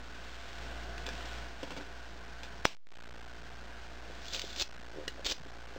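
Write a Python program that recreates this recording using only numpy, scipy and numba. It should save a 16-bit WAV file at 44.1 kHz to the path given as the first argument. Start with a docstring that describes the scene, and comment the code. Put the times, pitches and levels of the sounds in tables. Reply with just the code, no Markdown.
"""Lighter and meter at a workbench

Close to a bench in a small workshop, a fan humming behind. Hands work a wire coil and a probe,
a meter knob clunks, a switch snaps, then a flint lighter is thumbed and struck. A small camera's
microphone hears it: the gain control ducks after each loud sound, and the 8-bit, 11 kHz converter
turns the quiet into a gritty buzz."""
import sys
import numpy as np
from scipy import signal
from scipy.fft import rfft, irfft
from scipy.io import wavfile
from scipy.ndimage import uniform_filter1d
from numba import njit

SR = 44100
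rng = np.random.default_rng(int(sys.argv[2]) if len(sys.argv) > 2 else 0)


def log_audio(samples):
    """Write samples as a 16-bit WAV file to the path given in sys.argv[1]."""
    # one column per channel
    frames = np.atleast_2d(samples).T
    # limit to full scale, then quantise
    limited = np.clip(frames, -1, 1)
    pcm = np.round(limited * 32767).astype(np.int16)
    wavfile.write(sys.argv[1], SR, pcm)


N = 254898


def lighter():
    """The wheel grinds on the flint, teeth catch, sparks crack with a puff of air, the lever clicks."""
    # the wheel creeps under the thumb: start_s, length_s, mid_level_db
    creeps = [(4.21, .4, -49.5), (4.322, .068, -39.5), (4.55, .07, -44.5)]
    # hard strokes of the wheel: let_go_s, length_s, let_go_level_db
    strokes = [(4.627, .03, -20.5), (5.272, .026, -24.5), (5.324, .049, -21.5)]
    # the wheel catches hard on the flint: start_s, peak_db
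    catches = [(4.346, -25), (4.3945, -22), (4.4175, -22), (4.562, -27.5), (4.598, -22), (5.289, -19),
               (5.324, -13)]
    # spectrum of the rasp: freq_hz, level_db
    rasp_colour = [(150, -20), (340, -5), (500, -5), (950, -13), (1770, -12), (2450, -5), (2800, -5),
                   (3500, 1.5), (3900, -2), (4900, -3), (5400, -8.5), (7000, -38)]
    # ring of the lighter's body: pitch_hz, level_db, t60_s
    body_modes = [(1830, -11, .012), (2450, -9, .01), (2880, -5, .01), (3280, -3, .01), (3520, -1, .013),
                  (4000, -3, .008), (4450, -3, .008), (5080, -4, .008)]
    # ring of the gas lever: pitch_hz, level_db, t60_s
    lever_modes = [(430, -8, .022), (1790, 1, .018), (2820, 0, .015), (3330, -5, .01), (4000, 2, .013),
                   (4620, -6, .008)]
    rise_db, spark_lead_s, puff_s = 15, .004, .018
    spark_db, puff_db = 10.5, -4.7  # relative to the stroke
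    creep = arches(creeps, power=.6)
    pressure = creep.copy()
    for s, length, db in strokes:  # the thumb bears down, then the wheel stops
        add(pressure, s - length, undb(db + rise_db * (seconds(length) / length - 1)))
        add(pressure, s, undb(db) * fade(seconds(.05), t60=.025))
    out = pressure * friction(rasp_colour, slips_per_s=5000, spread_db=2.1)
    moments = scattered(creeps[0][0], creeps[-1][0] + creeps[-1][1], count=18)
    teeth = [(s, rng.normal(16, 2)) for s in moments]  # peaks in dB over the creeping rasp
    out += creep * blows(teeth, body_modes, scuff_t60_s=.012, scuff=.3)
    sparks = [(s - spark_lead_s, db + spark_db) for s, _, db in strokes]
    out += blows(catches + sparks, body_modes, scuff_t60_s=.012, scuff=.3)
    lever_s, lever_db = 5.0795, -19.5
    chatter = bounced([(lever_s, lever_db)], gap_s=.001, step_db=-.5, count=4)
    out += blows(chatter, lever_modes, scuff_t60_s=.006, scuff=.15)
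    puff = -np.hanning(int(puff_s * SR))
    for s, _, db in strokes:
        add(out, s - spark_lead_s - puff_s / 2, undb(db + puff_db) * puff)
    return out


def meter_switch():
    """The switch slides over its detent, snaps home, rattles and rings its spring and the case."""
    # spectrum of the rattle: freq_hz, level_db
    rattle_colour = [(100, -18), (400, -16), (900, -7), (1500, -8), (2000, -13), (2800, 4), (3800, 5),
                     (4700, -10), (5350, 3)]
    # ring of the meter's case: freq_hz, level_db
    case_colour = [(88, -44), (150, -14), (398, -19), (570, -28), (652, -4), (992, -12), (1220, -24),
                   (1280, -18), (1730, -30), (1950, -14), (2590, -1), (3340, -5), (5400, -11), (7020, -41),
                   (11900, -120)]
    snap_s, snap_db, contact_s, rebound_s = 2.6537, 11.6, .00027, .0013
    slide_s, spring_hz, spring_lag_s = .007, 5330, .0015
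    out = np.zeros(N)
    time_left = seconds(slide_s)[::-1]
    grit = noise(case_colour, len(time_left))
    add(out, snap_s - slide_s, undb(-29) * grit * fade(time_left, t60=.03))
    t = seconds(.4)
    push = np.sin(np.pi * np.minimum(t / contact_s, 1))
    # the panel springs back more slowly than it was pushed
    rebound = undb(-14) * np.sin(np.pi * np.minimum(t / rebound_s, 1))
    rattle = undb(5.5) * noise(rattle_colour, len(t)) * fade(t, t60=.02)
    case = undb(-10.5) * noise(case_colour, len(t)) * fade(t, t60=.16)
    build_up = 1 - fade(t, t60=.005)
    add(out, snap_s, undb(snap_db) * (push - rebound) + (rattle + case) * build_up)
    spring = undb(3) * fade(t, t60=.007) * np.sin(2 * np.pi * spring_hz * t)
    add(out, snap_s + spring_lag_s, spring)
    return out


def meter_knob():
    """The knob clunks into its detents; its loose shaft knocks as it turns."""
    # drops into the detents: start_s, peak_db
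    detents = [(1.630, -27), (1.706, -29), (1.765, -35), (1.775, -30.5), (1.810, -33.5)]
    # ring of the knob: pitch_hz, level_db, t60_s
    modes = [(190, -12, .035), (265, 1, .045), (390, -3, .035), (510, 0, .035), (690, -3, .02),
             (930, -2, .018), (1300, -4, .01), (2200, -4, .012), (2620, -3, .014), (3200, -9, .012)]
    clunks = bounced(detents, gap_s=.012, step_db=-8, count=2)
    knock_db = -38
    knocks = [(s, knock_db) for s in scattered(detents[0][0], detents[-1][0], count=6)]
    return blows(clunks + knocks, modes, scuff_t60_s=.035, scuff=.5)


def wire():
    """Wire rustles as it slides between the fingers; wire and probe tick and bounce lightly."""
    # skin and wire slide: start_s, length_s, mid_level_db
    slides = [(.02, 1.1, -51.8), (.94, .6, -48.6), (1.52, .38, -54.5), (2.428, .04, -52), (4.05, .22, -57)]
    # spectrum of the rustle: freq_hz, level_db
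    rustle_colour = [(150, -10), (600, -2.5), (1300, -.5), (2400, 1), (3400, .5), (5400, -10)]
    # ticks of wire and probe: start_s, peak_db
    ticks = [(.980, -31), (1.0655, -22.5), (1.0895, -26.5), (2.433, -29.5)]
    # ring of a tick: pitch_hz, level_db, t60_s
    modes = [(480, -9, .02), (900, -6, .012), (1650, -2, .014), (2450, 0, .009), (3400, -1, .016),
             (4700, -8, .006)]
    hold_db = -66  # hands that only hold still rustle
    speed = np.hypot(arches(slides, power=.7), undb(hold_db))
    rustle = speed * friction(rustle_colour, slips_per_s=5000, spread_db=2.5)
    bounces = bounced(ticks, gap_s=.0078, step_db=-6.5, count=3)
    return rustle + blows(bounces, modes, scuff_t60_s=.015, scuff=.18)


def fingertips():
    """Soft fingertips stick and slip on lighter and coil, each slip only a few low cycles."""
    # runs of slips that grow and die away: middle_s, half_length_s, peak_db, pitch_hz
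    rubs = [(1.083, .005, -34, 480), (4.099, .01, -40, 450), (4.440, .005, -34, 450),
            (4.985, .048, -28, 450), (5.078, .003, -29, 450), (5.194, .02, -36, 450),
            (5.318, .003, -25, 480), (5.400, .004, -37, 140), (5.460, .005, -33, 400),
            (5.762, .005, -32, 440)]
    slip_gap_s, edge_db, crest_cycles = .0125, -13, .55
    out, t = np.zeros(N), seconds(.06)
    for s, half_length, db, hz in rubs:
        for lag in slip_gap_s * np.arange(-4, 5):
            start = s + lag * rng.normal(1, .07)
            cycles = hz * rng.normal(1, .09) * t
            gain = undb(db + edge_db * abs(lag) / half_length)
            swing = cycles / crest_cycles * np.exp(1 - cycles / crest_cycles)
            add(out, start, gain * swing * np.sin(2 * np.pi * cycles))
    return out


def fan():
    """A shaft hum and a faint, wavering whine over moving air; early on, the background is louder for about a
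    second."""
    # hum and whine: pitch_hz, level_db
    partials = [(58.11, -48.9), (116.2, -69), (174.3, -71), (685, -61), (722, -68), (1475, -67.5)]
    # spectrum of the moving air: freq_hz, level_db
    air_colour = [(25, -13), (60, -2), (140, 0), (280, 1.5), (400, 0), (560, -1.5), (740, -.5), (950, -3.5),
                  (1280, -6), (1510, 5), (1750, -3.5), (2100, -11), (3200, -16), (5400, -22)]
    swell_s, ramp_s, hold_s, swell_db = .51, .13, .78, 6.2
    air_db, speed_spread = -52.7, .0006
    t = np.arange(N) / SR
    corners = swell_s + np.cumsum([0, ramp_s, hold_s, ramp_s])
    swell = undb(swell_db * np.interp(t, corners, [0, 1, 1, 0]))
    drift = unit(uniform_filter1d(rng.standard_normal(N), SR // 2))
    shaft_time = t + speed_spread * np.cumsum(drift) / SR
    tones = sum(undb(db) * np.sin(2 * np.pi * hz * shaft_time) for hz, db in partials)
    air = undb(air_db) * noise(air_colour, N)
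    return tones * swell + air * swell ** .7


def room(x, t60, wet_db):
    """Short, dense echoes from the bench and shelves."""
    t = seconds(.4)
    tail = rng.standard_normal(len(t)) * fade(t, t60) * (t > .003)
    return x + undb(wet_db) * signal.fftconvolve(x, tail / np.linalg.norm(tail))[:N]


def friction(points, slips_per_s, spread_db):
    """Dense tiny slips of very unequal size ring a body; rms 1."""
    slips = (rng.random(N) < slips_per_s / SR) * rng.standard_normal(N)
    sizes = undb(spread_db * np.minimum(rng.exponential(size=N), 4))
    return unit(colour(slips * sizes, points))


def blows(events, modes, scuff_t60_s, scuff):
    """Each blow is a tick and a short scuff that ring the modes, a little differently every time."""
    out, t = np.zeros(N), seconds(.1)
    for s, peak_db in events:
        detunes = rng.normal(1, .035, len(modes))
        ring = sum(undb(db) * fade(t, t60) * np.cos(2 * np.pi * hz * detune * t)
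                   for (hz, db, t60), detune in zip(modes, detunes))
        push = scuff * rng.standard_normal(len(t)) * fade(t, scuff_t60_s)
        push[0] += 1  # the tick
        sound = signal.fftconvolve(push, ring)[:len(t)]
        add(out, s, undb(peak_db) * sound / np.abs(sound).max())
    return out


def arches(moves, power):
    """Gain of moves that each speed up and slow down again."""
    t, energy = np.arange(N) / SR, np.zeros(N)
    for s, length, db in moves:
        speed = np.sin(np.pi * np.clip((t - s) / length, 0, 1)).clip(0)
        energy += (undb(db) * speed ** power) ** 2
    return np.sqrt(energy)


def bounced(events, gap_s, step_db, count):
    """Each blow followed by weaker bounces."""
    return [(s + k * gap_s, db + k * step_db) for s, db in events for k in range(count)]


def scattered(start, end, count):
    """Uneven moments spread between two times."""
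    return start + (end - start) * (np.arange(count) + rng.random(count)) / count


def colour(x, points, size=4096):
    """Minimum-phase filter through points of freq_hz, level_db."""
    hz, db = np.transpose(points)
    grid_hz = np.maximum(np.arange(size // 2 + 1) * SR / size, 1)
    gain = undb(np.interp(np.log(grid_hz), np.log(hz), db))
    cepstrum = irfft(np.log(gain))
    cepstrum[1:size // 2] *= 2
    cepstrum[size // 2 + 1:] = 0
    impulse = irfft(np.exp(rfft(cepstrum)))
    return signal.fftconvolve(x, impulse)[:len(x)]


def noise(points, count):
    """Coloured noise; rms 1."""
    return unit(colour(rng.standard_normal(count), points))


def undb(db):
    """Decibels to gain."""
    return 10 ** (np.asarray(db) / 20)


def unit(x):
    """Scale to rms 1."""
    return x / np.sqrt(np.mean(x ** 2))


def seconds(length):
    """Time axis of the given length."""
    return np.arange(int(length * SR)) / SR


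def fade(t, t60):
    """Decay of 60 dB in t60 seconds."""
    return np.exp(-np.log(1000) * t / t60)


def add(out, s, sound):
    """Mix a sound in at time s."""
    i = min(int(s * SR), N)
    out[i:i + len(sound)] += sound[:N - i]


@njit
def gain_control(x, threshold, attack, release):
    """Peaks over the threshold charge a store that turns the gain down, then leaks away."""
    y, store = np.empty(len(x)), 0.
    for i in range(len(x)):
        y[i] = x[i] / (1 + store)
        store += attack * max(abs(x[i]) / threshold - 1 - store, 0.) - release * store
    return y


def scene():
    """Handling sounds at the bench in a small workshop, over the fan; mono."""
    bench = wire() + fingertips() + meter_knob() + meter_switch() + lighter()
    return (room(bench, t60=.13, wet_db=-10) + fan())[None]


def record(dry):
    """A bright microphone, gain control, then slow, coarse sampling that turns the hum into a buzz."""
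    # microphone and input filter: freq_hz, gain_db
    microphone = [(20, 0), (1500, .5), (3000, 2), (4000, 3.8), (5500, 8), (6400, -10), (8000, -40)]
    threshold_db, attack_s, release_s = -23.6, .00054, .176
    converter_hz, step, offset_steps, hiss_db = 11025, 1 / 128, .625, -79
    rolloff_hz, top_hz = 14500, 15700
    heard = colour(dry[0], microphone)
    ducked = gain_control(heard, float(undb(threshold_db)), 1 / (attack_s * SR), 1 / (release_s * SR))
    ticks = np.arange(0, N, SR // converter_hz)
    # with this offset, ducked sound crosses a step only at the troughs of the hum
    steps = np.round(np.clip(ducked[ticks], -1, 1) / step + offset_steps)
    samples = steps * step + undb(hiss_db) * rng.standard_normal(len(ticks))
    # straight lines between the samples leave a faint mirror image in the treble
    joined = np.interp(np.arange(N), ticks, samples)
    softened = signal.lfilter(*signal.butter(1, rolloff_hz, fs=SR), joined)
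    top_cut = signal.ellip(8, .2, 70, top_hz, fs=SR, output="sos")
    return signal.sosfilt(top_cut, softened)[None]


dry = scene()
out = record(dry)
log_audio(out)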